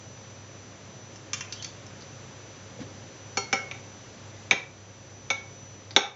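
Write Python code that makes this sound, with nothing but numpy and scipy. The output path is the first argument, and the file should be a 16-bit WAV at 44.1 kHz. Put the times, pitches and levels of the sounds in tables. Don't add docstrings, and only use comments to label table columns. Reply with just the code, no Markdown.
import sys
import numpy as np
from scipy import signal
from scipy.fft import rfft, irfft, next_fast_len
from scipy.io import wavfile
from scipy.ndimage import map_coordinates

SR = 44100
rng = np.random.default_rng(int(sys.argv[2]) if len(sys.argv) > 2 else 0)


def waveform_to_disk(signal):
    frames = np.transpose(np.atleast_2d(signal))
    scaled = np.clip(frames, -1, 1) * 32767
    samples = np.round(scaled).astype(np.int16)
    wavfile.write(sys.argv[1], SR, samples)


N = 271479
TIME = np.arange(N) / SR
RING_TIME = np.arange(int(.42 * SR)) / SR

BOWL_EDGES = [150, 620, 1100, 1950, 2550, 3350, 3920, 5250, 6650, 7350]
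# frequency in Hz, level in dB, t60 in seconds.
BOWL_MODES = [(195, -3, .08), (265, -4, .08), (404, -4, .15), (487, -5, .14), (549, -5, .19), (785, 3, .1),
              (920, -7, .1), (1012, -9, .09), (1230, -7, .07), (1520, 0, .05), (2150, -4, .05),
              (2680, -4, .05), (2900, -3, .02), (5420, -12, .12), (5702, -9, .15), (5950, -5, .06),
              (6200, -4, .04), (6640, -15, .12), (7200, -11, .1), (1345, -7, .25), (2275, 9, .04),
              (2386, -7, .08), (3200, -14, .45), (3612, -11, .15), (3640, 10, .028), (3678, -10, .19),
              (3757, -9, .16), (4360, -3, .21)]
# frequency in Hz, gain in dB.
LOOSE_EQ = [(300, -1.5), (830, 0), (1470, 0), (2230, 1), (2900, -6), (3700, -15.5), (4600, -8.5),
            (5900, -0.5), (7000, -5)]
# frequency in Hz, gain in dB.
GRIP_EQ = [(2900, 1), (3700, 26), (4600, -1.5), (5900, 2), (7000, -36.5)]
# start in seconds, level in dB, grip from 0 loose to 1 firm, brightness in dB
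# per octave, accent in Hz, accent in dB, modes against crack in dB, rim pitch in Hz, rim level in dB.
BOWL_BLOWS = [(3.3716, -32.5, 0.02, 0, 4500, 9, 8.5, 2170, -37),
              (3.5279, -29.5, 0.26, 0.2, 2300, 3.5, 3.5, 2192, -27),
              (3.7123, -50.5, 0.69, 0.5, 2550, 12, -2, 2310, -43),
              (3.7457, -59.5, 0.82, -1, 2400, 11, 5, 2270, -59),
              (4.5104, -29.5, 0.83, 0.6, 2390, 14, 1, 2260, -28),
              (4.525, -36, 0.9, -2, 2080, 5, -9, 2307, -29),
              (5.3024, -34.5, 0.69, 1, 2280, 6.5, 7, 2228, -24.5),
              (5.9077, -57, .35, -0.5, 4470, 20, -10, 2090, -60),
              (5.9633, -17.5, 1, -0.5, 2200, 2.5, 4, 2270, -17.5)]


def clinks(accent_octaves=0.23, grip_loss_db_per_s=152, rim_t60=0.6, rim_damping=0.6):
    track, hz = np.zeros(N), centres(BOWL_EDGES)
    for start, db, grip, brightness, accent_hz, accent_db, modes_db, rim_hz, rim_db in BOWL_BLOWS:
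        accent = accent_db * np.exp(-.5 * (np.log2(hz / accent_hz) / accent_octaves) ** 2)
        colour = along(LOOSE_EQ, hz) + grip * along(GRIP_EQ, hz)
        levels = db + colour + tilt(hz, brightness) + accent
        damped = [(f, level, 60 / (60 / t60 + grip * grip_loss_db_per_s)) for f, level, t60 in BOWL_MODES]
        room = kitchen(near_db=-1, walls_db=-5.5, near_t60=0.042)
        add(track, start, blow(damped, BOWL_EDGES, levels, room, crack_db=8 - modes_db, crack_t60=0.017))
        add(track, start, rim(rim_hz, rim_db, rim_t60 * (1 - rim_damping * grip)))
    return track


def rim(hz, db, t60, split_hz=30, twin_db=-11):
    return (mode(hz, db, t60) + mode(hz + split_hz, db + twin_db, t60)) * (1 - fade(0.0022))


def blow(modes, edges, levels, room, crack_db, crack_t60):
    n, attack = len(RING_TIME), int(.02 * SR)
    out = np.zeros(n)
    noise, hz = rfft(rng.standard_normal(n)), np.fft.rfftfreq(n, 1 / SR)
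    for lo, hi, db in zip(edges, edges[1:], levels):
        onset = 1 - np.exp(-(RING_TIME * hi / 2) ** 2)
        band_noise = unit(irfft(noise * (hz >= lo) * (hz < hi), n))
        crack = amp(crack_db) * band_noise * fade(crack_t60) * onset
        tones = sum(mode(f, level + rng.normal(), t60) for f, level, t60 in modes if lo <= f < hi) * onset
        heard = crack + tones + echoes(crack + .5 * tones, room)
        out += amp(db) * heard / np.std(heard[:attack])
    return out


SPOON_EDGES = [1000, 2200, 3700, 5200, 7300]
# frequency in Hz, level in dB, t60 in seconds.
SPOON_MODES = [(1260, -26, 0.039), (1880, -35, 0.025), (2390, -2.5, 0.11), (2754, 4.5, 0.065),
               (3270, -27, .03), (4610, 7.5, 0.05), (5356, 8.5, 0.073), (5840, 9, .05), (6150, 15, 0.031)]
# frequency in Hz, gain in dB.
LYING_EQ = [(1500, -6.5), (2850, -2), (4400, -15), (6200, 1)]
# frequency in Hz, gain in dB.
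LIFT_EQ = [(1500, -7.5), (2850, -8.5), (4400, 17), (6200, -4)]
# start in seconds, relative level in dB, lift from 0 lying to 1 clear,
# brightness in dB per octave.
SPOON_TICKS = [(1.1583, -42, .1, 4.5), (1.3324, -14.5, 0.26, 1), (1.34, -20.5, .2, 1),
               (1.408, -18, .02, -1.5), (1.524, -20.5, 0.72, 0.5), (1.533, -42, 0.45, 7),
               (1.6241, -28, 0.75, 3), (1.645, -23.5, 0.66, 2.4), (1.865, -50, .1, 8),
               (2.0086, -37, .95, -1), (2.0206, -37, 1, 0.5)]


def pickup(trim_db=-18):
    track, hz = np.zeros(N), centres(SPOON_EDGES)
    for start, db, lift, brightness in SPOON_TICKS:
        levels = db + along(LYING_EQ, hz) + lift * along(LIFT_EQ, hz) + tilt(hz, brightness)
        room = kitchen(near_db=-5.5, walls_db=-5, near_t60=0.077)
        add(track, start, blow(SPOON_MODES, SPOON_EDGES, levels, room, crack_db=9, crack_t60=.025))
    return amp(trim_db) * track


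# start in seconds, level in dB, pitch in Hz, t60 in seconds.
PLOPS = [(2.7899, -27.5, 510, 0.048), (2.802, -23, 160, 0.045), (2.812, -24.5, 270, 0.044)]


def plunge(splash_s=2.815, splash_db=-47, splash_width_s=0.022):
    track = np.zeros(N)
    for start, db, hz, t60 in PLOPS:
        plop = mode(hz, db, t60) * (1 - fade(0.017))
        room = kitchen(near_db=-6.5, walls_db=-7, near_t60=0.075)
        add(track, start, plop + echoes(plop, room))
    wet_band = signal.butter(1, [550, 3600], "bandpass", fs=SR, output="sos")
    wet = unit(signal.sosfilt(wet_band, rng.standard_normal(N)))
    return track + amp(splash_db) * wet * np.exp(-((TIME - splash_s) / splash_width_s) ** 2)


# time in seconds, pitch in Hz, relative level in dB.
SLIDE_PATH = [(1.36, 2570, -62), (1.42, 2570, -49), (1.5, 2430, -50.5), (1.53, 2675, -57),
              (1.57, 3110, -50), (1.61, 3250, -45.5), (1.66, 3360, -52), (1.75, 3510, -62)]


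def slide(trim_db=-3):
    pitch, db = curves(SLIDE_PATH)
    grain = (wobble(520) + 1j * wobble(520)) * amp(2.5 * wobble(110))
    scrape = unit(np.real(grain * np.exp(2j * np.pi * np.cumsum(pitch) / SR)))
    sliding = (TIME > SLIDE_PATH[0][0]) & (TIME < SLIDE_PATH[-1][0])
    return amp(db + trim_db) * scrape * sliding


# frequency in Hz, t60 in seconds.
WALL_DECAY = [(150, 0.24), (600, 0.48), (2500, 0.33), (7000, 0.29)]


def kitchen(near_db, walls_db, near_t60):
    n = len(RING_TIME)
    near = rng.standard_normal(n) * fade(near_t60) * (RING_TIME > .003)
    hz, t, spectrum = signal.stft(rng.standard_normal(n), SR, nperseg=256)
    decay = np.exp(-np.log(1000) * t / along(WALL_DECAY, hz)[:, None])
    walls = signal.istft(spectrum * decay, SR, nperseg=256)[1][:n] * (1 - fade(0.082))
    return amp(near_db) * near / np.linalg.norm(near) + amp(walls_db) * walls / np.linalg.norm(walls)


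def echoes(x, room):
    return signal.fftconvolve(x, room)[:len(x)]


# frequency in Hz, relative density in dB.
AIR_SPECTRUM = [(15, -81), (25, -27.5), (70, -9), (81, -13), (102, -1.5), (140, -4), (158, -9.5), (191, -7),
                (330, -10.5), (533, -11.5), (745, -15.5), (4810, -24.5), (5680, -24.5), (6100, -23.5),
                (7570, -28.5), (9840, -57.5), (16700, -120)]
# time in seconds, level in dB.
AIR_LEVEL = [(0, -48), (1.1, -47.5), (1.8, -46.5), (4.4, -47), (6.15, -50)]
# frequency in Hz, rms level in dB.
HUM_TONES = [(100.2, -52.5), (129.4, -59), (537, -63.5), (550, -66.5), (5958.5, -56)]


def room_tone(waver_db=1.64):
    air = unit(filtered(rng.standard_normal(N), lambda hz: amp(along(AIR_SPECTRUM, hz))))
    hum = np.zeros(N)
    for hz, db in HUM_TONES:
        peak = np.sqrt(2) * amp(db + waver_db * wobble(4.8))
        hum += peak * np.sin(2 * np.pi * (hz * TIME + rng.random()) + 0.2 * wobble(12))
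    return amp(curves(AIR_LEVEL)[0]) * air + hum


def amp(db):
    return 10 ** (np.asarray(db) / 20)


def unit(x):
    return x / np.sqrt(np.mean(x ** 2) + 1e-20)


def fade(t60):
    return np.exp(-np.log(1000) * RING_TIME / t60)


def mode(hz, db, t60):
    return amp(db) * fade(t60) * np.sin(2 * np.pi * (hz * RING_TIME + rng.random()))


def centres(edges):
    return np.sqrt(np.multiply(edges[:-1], edges[1:]))


def tilt(hz, db_per_octave, pivot_hz=1500):
    return db_per_octave * np.log2(hz / pivot_hz)


def along(points, hz):
    f, values = np.transpose(points)
    return np.interp(np.log(hz + 1), np.log(f + 1), values)


def curves(rows):
    times, *columns = np.transpose(rows)
    return [np.interp(TIME, times, column) for column in columns]


def wobble(rate):
    return map_coordinates(rng.standard_normal(int(N * rate / SR) + 4), [TIME * rate])


def filtered(x, response):
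    size = next_fast_len(N + SR // 2)
    return irfft(rfft(x, size) * response(np.fft.rfftfreq(size, 1 / SR)), size)[..., :N]


def add(track, start_s, x):
    start = round(start_s * SR)
    track[start:start + len(x)] += x[:N - start]


def scene():
    mono = clinks() + pickup() + slide() + plunge() + room_tone()
    return np.array([mono, mono])


def gain_control(x, threshold_db=-14, release_db_per_s=4.0, slope=0.66):
    window = int(.004 * SR)
    power = signal.lfilter(np.ones(window) / window, 1, x[0] ** 2)
    cut_db = slope * np.maximum(10 * np.log10(np.abs(power) + 1e-12) - threshold_db, 0)
    recovery_db = release_db_per_s * TIME
    return x * amp(recovery_db - np.maximum.accumulate(cut_db + recovery_db))


def record(dry, ceiling=0.63, low_cut_hz=60, top_hz=7500, camera_rate_hz=16000, mirror_db=-56):
    low_cut = signal.butter(2, low_cut_hz, "highpass", fs=SR, output="sos")
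    ducked = gain_control(signal.sosfilt(low_cut, dry))
    rounded = ducked / (1 + (ducked / ceiling) ** 6) ** (1 / 6)
    narrow = filtered(rounded, lambda hz: 1 / np.sqrt(1 + (hz / top_hz) ** 100))
    mirror = amp(mirror_db) * 2 * narrow * np.cos(2 * np.pi * camera_rate_hz * TIME)
    return filtered(narrow + mirror, lambda hz: hz < 15700)


dry = scene()
out = record(dry)
waveform_to_disk(out)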